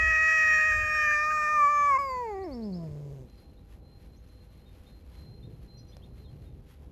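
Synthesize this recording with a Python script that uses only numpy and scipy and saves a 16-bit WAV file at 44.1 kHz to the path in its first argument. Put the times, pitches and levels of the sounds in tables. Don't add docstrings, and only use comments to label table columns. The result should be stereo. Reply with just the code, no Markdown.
import sys
import numpy as np
from scipy import signal
from scipy.fft import rfft, irfft, next_fast_len
from scipy.io import wavfile
from scipy.ndimage import map_coordinates

SR = 44100
rng = np.random.default_rng(int(sys.argv[2]) if len(sys.argv) > 2 else 0)


def master_out(mix):
    frames = np.transpose(np.atleast_2d(mix))
    ceiling = np.clip(frames, -1, 1)
    pcm = np.round(ceiling * 32767).astype(np.int16)
    wavfile.write(sys.argv[1], SR, pcm)


N = 304992
TIME = np.arange(N) / SR

# (frequency [Hz], level [dB])
THROAT = [(600, 9), (1000, 28.5), (1450, 7.5), (2200, 21), (2500, 0.5), (2650, 3), (2850, -8), (3150, -3),
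          (3450, -10.5), (4300, -6), (5600, -1.5), (7000, 1.5), (8000, -3), (9000, -24), (12500, -5.5),
          (15000, -19.5)]
SLACK_DB_PER_OCTAVE = -17.5


def amp(db):
    return 10 ** (np.asarray(db) / 20)


def unit(x):
    return x / np.sqrt(np.mean(x ** 2) + 1e-20)


def along(points, hz):
    point_hz, values = np.transpose(points)
    return np.interp(np.log(hz + 1), np.log(point_hz + 1), values)


def curve(points):
    return np.interp(TIME, *np.transpose(points))


def bell(x, centre, half_width):
    return np.exp(-((x - centre) / half_width) ** 2)


def resonance(hz, centre_hz, half_width_hz):
    return 1 / (1 + ((hz - centre_hz) / half_width_hz) ** 2)


def swells(rows):
    return sum(amp(db) * bell(TIME, s, length) for s, length, db in rows)


def wobble(rate):
    knots = rng.standard_normal(int(N * rate / SR) + 4)
    return map_coordinates(knots, [TIME * rate])


def filtered(x, response):
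    m = next_fast_len(N + SR // 2)
    return irfft(rfft(x, m) * response(np.fft.rfftfreq(m, 1 / SR)), m)[..., :N]


def shaped(x, spectrum):
    return unit(filtered(x, lambda hz: amp(along(spectrum, hz))))


def rush(spectrum):
    # (frequency [Hz], side level relative to mid [dB])
    width = [(60, -20), (200, -12), (500, -3.5), (1500, 0.5), (2200, -10.5), (3500, -19)]

    def mid_side_gain(hz):
        mid_db = along(spectrum, hz)
        return amp([mid_db, mid_db + along(width, hz)])

    mid, side = filtered(rng.standard_normal((2, N)), mid_side_gain)
    return unit(np.array([mid + side, mid - side]))


def placed(x, left_db):
    return np.array([x * amp(left_db / 2), x * amp(-left_db / 2)])


def garden(x, t60):
    t = np.arange(SR // 2) / SR
    decay = amp(-60 * t / t60) * (t > .004)
    tail = rng.standard_normal((2, len(t))) * decay
    return signal.fftconvolve(x[None], tail / np.linalg.norm(tail[0]), axes=1)[:, :N]


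def yowl():
    # (time [s], pitch before jitter [Hz])
    pitch_points = [(0, 634.7), (.3, 634.8), (.56, 624), (.98, 612.3), (1.17, 599.1), (1.31, 614.6),
                    (1.45, 604.3), (1.54, 607.8), (1.675, 571.7), (1.7, 589), (1.88, 576.3), (1.968, 522.7),
                    (1.988, 566.4), (2.075, 537.9), (2.11, 517), (2.22, 488), (2.355, 382.8),
                    (2.425, 386.2), (2.457, 361.7), (2.49, 295.6), (2.546, 246.7), (2.62, 222.1),
                    (2.735, 180.4), (2.9, 150.7), (3.15, 138), (3.27, 117.2)]
    # (time [s], level [dB])
    press_points = [(0, -1), (.35, 1.5), (.77, 0.5), (.84, -1.5), (1.0, 1.5), (1.17, 1), (1.45, 0.5),
                    (1.62, 2.5), (1.73, -0.5), (1.97, 1), (2.0, -5.5), (2.08, -12), (2.11, -8.5),
                    (2.45, -18.5), (3.2, -20), (3.3, -8)]
    # (time [s], opening [0-1])
    mouth_points = [(0, 0.95), (.56, 0.94), (.8, 0.78), (1.14, 0.76), (1.3, .25), (1.46, .42), (1.6, 0),
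                    (1.9, 0.1)]
    # (time [s], frequency [Hz])
    ring_points = [(0, 5650), (1.0, 5720), (1.45, 5700), (1.62, 6260), (1.85, 6380), (1.94, 5400),
                   (1.99, 4950), (2.11, 4630), (2.3, 4360)]
    # (time [s], 1/e half length [s], unevenness [dB])
    stumbles = [(2.382, .015, -15), (2.448, .013, -9), (2.91, .025, -9)]
    # (frequency [Hz], level [dB per Hz])
    airflow_spectrum = [(1000, -22.5), (4500, -4), (5600, -7), (6500, -1), (8300, -4), (9500, -20),
                        (13000, -8.5), (15000, -30.5)]
    crack_s, end_s, release_s = 1.982, 3.285, 0.068
    slack_hz = 440
    upper_shut_db, upper_open_db = -57, 3
    crack_thin_db, airflow_db = -0.5, -75

    steady_pitch, press_db = curve(pitch_points), curve(press_points)
    mouth, ring_hz = np.clip(curve(mouth_points), 0, 1), curve(ring_points)
    cracked = np.clip((TIME - crack_s) / 0.0092, 0, 1)
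    slack = np.maximum(np.log2(slack_hz / steady_pitch), 0)
    stumble = swells(stumbles)
    pitch = jittered(steady_pitch, mouth, slack, stumble)
    phase = 2 * np.pi * np.cumsum(pitch) / SR
    puffs = rng.standard_normal(N) * (1 + .7 * np.cos(phase))

    strain = 0.048 + 0.22 * mouth
    low = low_partials(steady_pitch, phase, press_db, mouth, cracked, slack, strain)
    upper_db = upper_shut_db + upper_open_db * mouth + press_db
    upper_db = upper_db + crack_thin_db * cracked + SLACK_DB_PER_OCTAVE * slack
    upper = upper_partials(pitch, phase, mouth, cracked, ring_hz)
    upper = upper * amp(upper_db + 0.62 * wobble(45) + 0.66 * strain * wobble(260))
    airflow = amp(airflow_db) * cracked * shaped(puffs, airflow_spectrum)

    grip = 1 - 0.83 * bell(TIME, crack_s, .005)
    grip = grip * np.clip((end_s - TIME) / release_s, 0, 1)
    grip = grip * amp(3.5 * stumble * wobble(180))
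    dark = grip * (np.sqrt(2) * (low[0] + low[1]) + growl(pitch, phase, puffs))
    bright = grip * (np.sqrt(2) * (low[2] + low[3]) + rasp(puffs, press_db, mouth, slack))
    top = grip * (np.sqrt(2) * upper + leak(puffs, pitch, mouth, upper_db) + airflow)
    lean_db = np.interp(pitch, [150, 600], [2.4, 4.3])
    direct = placed(dark, lean_db) + placed(bright, left_db=1.4) + top
    return direct + amp(-14.5) * garden(dark + bright, t60=0.17)


def jittered(pitch, mouth, slack, stumble):
    least, by_opening, by_slack, by_stumble = 0.0017, 0.0011, 0.005, .05
    jitter = least + by_opening * mouth + by_slack * slack ** 2 + by_stumble * stumble
    return pitch * (1 + jitter * (wobble(70) + 1.1 * wobble(400) + .5 * wobble(20)))


def low_partials(pitch, phase, press_db, mouth, cracked, slack, strain):
    # (pitch [Hz], level [dB])
    fundamental = [(120, -50), (138, -42.5), (160, -35), (200, -35.5), (280, -41), (340, -38.5),
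                   (440, -36.5), (550, -44.5), (630, -47.5)]
    # (frequency [Hz], level [dB])
    open_mouth = [(1000, -36), (1260, -37), (1700, -16), (1900, -13), (2100, -16), (2500, -11.5)]
    # (frequency [Hz], level [dB])
    shut_mouth = [(300, -40), (420, -26.5), (600, -23.5), (780, -24.5), (980, -22.5), (1130, -21.5),
                  (1250, -26.5), (1420, -50.5), (1730, -31.5), (2120, -18), (2500, -23)]
    overtone_db_per_octave, crack_third_db = -18.5, -3.5

    levels_db = [along(fundamental, pitch)]
    for k in range(2, 5):
        mouth_db = mouth * along(open_mouth, k * pitch) + (1 - mouth) * along(shut_mouth, k * pitch)
        levels_db.append(press_db + mouth_db + overtone_db_per_octave * np.log2(k / 2))
    levels_db[2] = levels_db[2] + crack_third_db * cracked * np.clip(1 - slack, 0, 1)
    flutter = wobble(90)
    return [amp(db + 0.08 * k * strain * flutter + 0.51 * wobble(11)) * np.sin(k * phase)
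            for k, db in enumerate(levels_db, 1)]


def upper_partials(pitch, phase, mouth, cracked, ring_hz):
    shut = np.clip((640 - pitch) / 100, 0, 1)
    half_closed = np.clip((.75 - mouth) / 0.065, 0, 1)

    def throat_db(hz):
        db = along(THROAT, hz)
        db = db + (7.5 + 13 * cracked) * resonance(hz, ring_hz, 220)
        db = db - 19.5 * shut * bell(hz, 4020, 390)
        db = db + 8.5 * cracked * resonance(hz, 1.58 * ring_hz, 400)
        db = db + 10 * cracked * np.clip((hz - 8000) / 2500, 0, 1)
        db = db - 20.5 * half_closed * bell(hz, 3110, 150)
        return db - 6.5 * cracked * bell(hz, 1.22 * ring_hz, 600)

    upper = np.zeros(N)
    for k in range(5, 30):
        partial_db = throat_db(k * pitch) - 0.98 * (k - 5) + 2.8 * wobble(13)
        upper += amp(partial_db) * np.sin(k * phase + rng.normal(0, .7))
    return upper


def rasp(puffs, press_db, mouth, slack):
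    # (frequency [Hz], level [dB per Hz])
    spectrum = [(500, -35.5), (1050, -22), (1450, -19), (1650, -3.5), (1800, -3), (2060, -13), (2350, -2.5),
                (2680, -7.5), (2920, -23), (3250, -37), (4100, -30), (5700, -19), (7400, -27.5),
                (9300, -56.5), (12500, -37.5), (13800, -61)]
    # (time [s], 1/e half length [s], level [dB])
    catches = [(1.315, .012, -48), (1.375, .01, -53), (1.425, .01, -54), (1.48, .015, -57),
               (1.95, .02, -63)]
    open_db, shut_db, opening_power = -40.5, -71.5, 1.8
    clear_s, clear_length_s, clear_db = 1.2, .05, -6
    snarl_db = 3
    hiss_from_hz, hiss_db_per_opening = 3500, 15

    cleared = np.clip((TIME - clear_s) / clear_length_s, 0, 1)
    gain = amp(press_db + open_db + clear_db * cleared) * mouth ** opening_power
    gain = gain + swells(catches)
    gain = gain + amp(press_db / 2 + shut_db + SLACK_DB_PER_OCTAVE * slack / 2)
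    rough = shaped(puffs, spectrum) + amp(snarl_db) * snarl()
    rough = rough * gain * amp(1.7 * wobble(30) + 2.5 * (1 - mouth) * wobble(70))
    hiss = filtered(rough, lambda hz: hz > hiss_from_hz)
    hiss_db = hiss_db_per_opening * (np.maximum(mouth, .7) - 1.26)
    return rough - hiss + hiss * amp(hiss_db)


def snarl():
    # (time [s], centre frequency [Hz])
    centre_points = [(0, 1753), (.45, 1754), (.8, 1684), (1.1, 1647), (1.3, 1584), (1.6, 1524)]
    width_hz = 62
    a, b = filtered(rng.standard_normal((2, N)), lambda hz: resonance(hz, 0, width_hz))
    phase = 2 * np.pi * np.cumsum(curve(centre_points)) / SR
    return unit(a * np.cos(phase) + b * np.sin(phase))


def leak(puffs, pitch, mouth, upper_db):
    shut_db, open_db = -12, 4.5
    air = unit(filtered(puffs, lambda hz: amp(along(THROAT, hz)) * (hz > 3500)))
    gain = amp(upper_db + shut_db + open_db * np.minimum(mouth / .25, 1))
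    return gain * np.clip((pitch - 520) / 100, 0, 1) * air


def growl(pitch, phase, puffs):
    # (time [s], 1/e half length [s], level [dB])
    growls = [(2.67, .07, -64), (2.82, 0.076, -55.5), (3.08, 0.19, -66.5)]
    # (frequency [Hz], level [dB])
    gullet = [(300, -11.5), (440, 10), (520, -38), (650, 8.5), (760, -20), (900, -16), (1010, -7),
              (1130, -28)]
    # (time [s], 1/e half length [s], level [dB])
    chopped_air = [(2.92, 0.32, -53.5)]
    # (frequency [Hz], level [dB per Hz])
    chest = [(70, -23.5), (150, -13), (280, 0.5), (480, -1.5), (700, -10), (1000, -25), (2500, -34.5),
             (5000, -49.5), (12000, -66.5)]
    flaps = sum(amp(along(gullet, k * pitch)) * np.sin(k * phase) for k in range(2, 10))
    ringing = swells(growls) * amp(-0.5 * wobble(150)) * flaps
    chopped = puffs * (1 + 0.39 * np.cos(phase))
    return ringing + swells(chopped_air) * shaped(chopped, chest)


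def birds():
    # (start [s], length [s], level before a 3 dB cut [dB])
    whistle_notes = [(3.25, .28, -67), (3.81, .24, -65.5), (4.04, .26, -71), (4.26, .24, -67),
                     (4.47, .22, -72), (4.85, .16, -66), (5.125, .29, -59.5), (5.675, .18, -56.5),
                     (5.85, .2, -68), (6.17, .18, -64.5)]
    # (start [s], top frequency [Hz], level before a 3 dB cut [dB])
    song_notes = [(2.325, 5100, -69), (2.412, 5330, -56), (2.508, 5420, -52), (2.613, 5230, -55),
                  (2.717, 5250, -53)]
    # (start [s], length [s], start [Hz], end [Hz], level before a 3 dB cut [dB])
    chirp_notes = [(1.23, .03, 3700, 4100, -56), (3.37, .035, 4950, 4750, -65),
                   (3.565, 0.041, 3530, 3940, -66), (4.16, .03, 5060, 6540, -69),
                   (4.27, .024, 5100, 6410, -70), (4.655, 0.045, 3720, 3690, -60),
                   (4.86, .05, 3650, 3710, -61), (5.425, 0.043, 3590, 3717, -61),
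                   (5.77, .035, 5800, 5920, -61), (5.78, 0.035, 4700, 5310, -62),
                   (5.875, 0.035, 5800, 5900, -63), (5.88, 0.037, 4730, 5140, -64),
                   (5.915, 0.028, 2960, 3630, -60), (6.015, .04, 2850, 3670, -62),
                   (6.24, .03, 3950, 3600, -62), (6.27, .03, 3350, 3200, -68),
                   (6.455, 0.045, 3710, 3690, -67.5)]
    song_glide, chirp_glide = (.28, .56), (0, .72)
    warble = wobble(350)

    def sing(notes, glide_span):
        out = np.zeros(N)
        for s, length, start_hz, end_hz, db in notes:
            start = round(s * SR)
            u = np.linspace(0, 1, int(length * SR))
            glide = np.sin(np.pi / 2 * np.interp(u, glide_span, [0, 1])) ** 2
            unsteady = glide + .11 * (1.5 - glide) * warble[start:][:len(u)]
            hz = start_hz + (end_hz - start_hz) * unsteady
            tone = np.sin(2 * np.pi * np.cumsum(hz) / SR)
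            out[start:][:len(u)] += amp(db) * np.sin(np.pi * u) ** .7 * tone
        return out * amp(-3 + 2.2 * wobble(60))

    whistles = sing([(s, length, 4100, 4156, db) for s, length, db in whistle_notes], chirp_glide)
    song = sing([(s, .062, 4330, top_hz, db) for s, top_hz, db in song_notes], song_glide)
    chirps = song + sing(chirp_notes, chirp_glide)
    echoes = amp(-5) * garden(whistles, t60=1.8)
    echoes = echoes + .55 * garden(chirps, t60=.15) + amp(-6) * garden(song, t60=1)
    return whistles + chirps + echoes[0]


def twigs():
    # (start [s], snap level before a 6 dB lift [dB], body level before a 6 dB cut, relative to snap [dB])
    ticks = [(3.299, -49, -26), (3.357, -54, -24), (5.968, -36.5, -9)]
    # (frequency [Hz], level [dB])
    twig = [(100, 0), (550, 0), (1100, -4), (1500, -8), (3000, -11), (5800, -11), (9000, -26), (12000, -24),
            (15000, -42)]
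    out, t = np.zeros(N), np.arange(SR // 10) / SR
    for s, db, body_db in ticks:
        snap = rng.standard_normal(len(t)) * amp(-60 * t / .009)
        body = np.sin(2 * np.pi * 560 * t) * amp(body_db - 6 - 60 * t / .02)
        out[round(s * SR):][:len(t)] += amp(db + 6) * (snap + body)
    return filtered(out, lambda hz: amp(along(twig, hz)))


def steps():
    # (time [s], 1/e half length [s], level [dB])
    shifts = [(5.31, 0.052, -50), (5.464, 0.081, -46), (5.703, 0.26, -54), (6.196, 0.19, -55),
              (6.51, 0.21, -50.5)]
    # (frequency [Hz], level [dB per Hz])
    pad = [(60, -37), (110, -0.5), (145, -1), (220, -22.5), (420, -19), (900, -49), (2500, -71)]
    return swells(shifts) * rush(pad)


def rumble():
    # (time [s], 1/e half length [s], level [dB])
    gusts_and_thump = [(.07, 0.12, -41.5), (.79, 0.082, -41.5), (2.92, .025, -45.5), (3.73, .025, -52),
                       (3.98, 0.031, -47.5), (4.145, .015, -46)]
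    # (frequency [Hz], level [dB per Hz])
    spectrum = [(13, -37.5), (22, -2.5), (35, -5.5), (54, 8.5), (71, 6.5), (97, 1), (130, -11.5),
                (170, -44), (290, -120)]
    breeze_db = -50.5
    calm_db = -2.5 * bell(TIME, 1.5, .45)
    gain = amp(breeze_db + calm_db) + swells(gusts_and_thump)
    return gain * amp(1.4 * wobble(9.2) + 1.3 * wobble(1.7)) * rush(spectrum)


def murmur():
    # (frequency [Hz], level [dB per Hz])
    distance = [(70, -29), (130, 1), (200, -1.5), (350, -7.5), (600, -15), (1000, -23.5), (2000, -45.5),
                (5000, -56)]
    return amp(-57 + 1.8 * wobble(7.6)) * rush(distance)


def leaves():
    # (time [s], 1/e half length [s], level [dB])
    stirs = [(3.41, 0.029, -71), (3.72, 0.038, -71.5), (4.02, 0.043, -74.5), (4.35, 0.13, -83),
             (4.8, 0.19, -78), (5.15, 0.1, -72), (5.65, 0.038, -77), (5.93, 0.039, -78),
             (6.19, 0.024, -74.5), (6.31, 0.032, -86), (6.44, 0.029, -77.5), (6.72, 0.035, -70)]
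    # (time [s], 1/e half length [s], change [dB])
    lulls = [(3.572, 0.11, -4.5), (3.89, 0.089, -3.5), (4.699, 0.054, -2), (5.503, 0.05, -0.5),
             (6.09, 0.034, -2.5), (6.58, 0.072, -3)]
    # (frequency [Hz], level [dB per Hz])
    rustle = [(400, -15.5), (1100, 2), (2500, -0.5), (4000, -3.5), (6000, -10), (8200, -12.5),
              (9300, -23.5), (10700, -1.5), (12200, -5), (13300, -31.5), (15500, -26.5)]
    lull_db = sum(db * bell(TIME, s, length) for s, length, db in lulls)
    crackle = amp(lull_db + 1.5 * wobble(25) + 1.6 * wobble(300))
    return (amp(-71) + swells(stirs)) * crackle * rush(rustle)


def hum():
    # (frequency [Hz], level [dB])
    tones = [(500, -69.5), (802, -76)]
    return sum(amp(db + 2 * wobble(5.4)) * np.sin(2 * np.pi * hz * TIME + .5 * wobble(12)) for hz, db in tones)


def scene():
    return yowl() + birds() + twigs() + steps() + rumble() + murmur() + leaves() + hum()


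def record(dry):
    # (frequency [Hz], level [dB])
    port_gain = [(7900, 0), (9100, 9.5), (10000, 4.5), (11000, -3), (12000, 1.5), (12600, 7), (13400, 9.5),
                 (14200, 4.5), (15000, -6)]
    # (frequency [Hz], phase [rad])
    port_phase = [(6800, 0), (8100, 2), (9100, 1.5), (10200, 2), (11200, 1.32), (12200, 1.6), (13400, 2.5),
                  (14400, 2.5)]
    top_hz = 15600

    def ports(hz):
        turn = np.exp(np.array([[.5j], [-.5j]]) * along(port_phase, hz))
        return amp(along(port_gain, hz)) * turn * (hz < top_hz)

    return filtered(dry, ports)


dry = scene()
out = record(dry)
master_out(out)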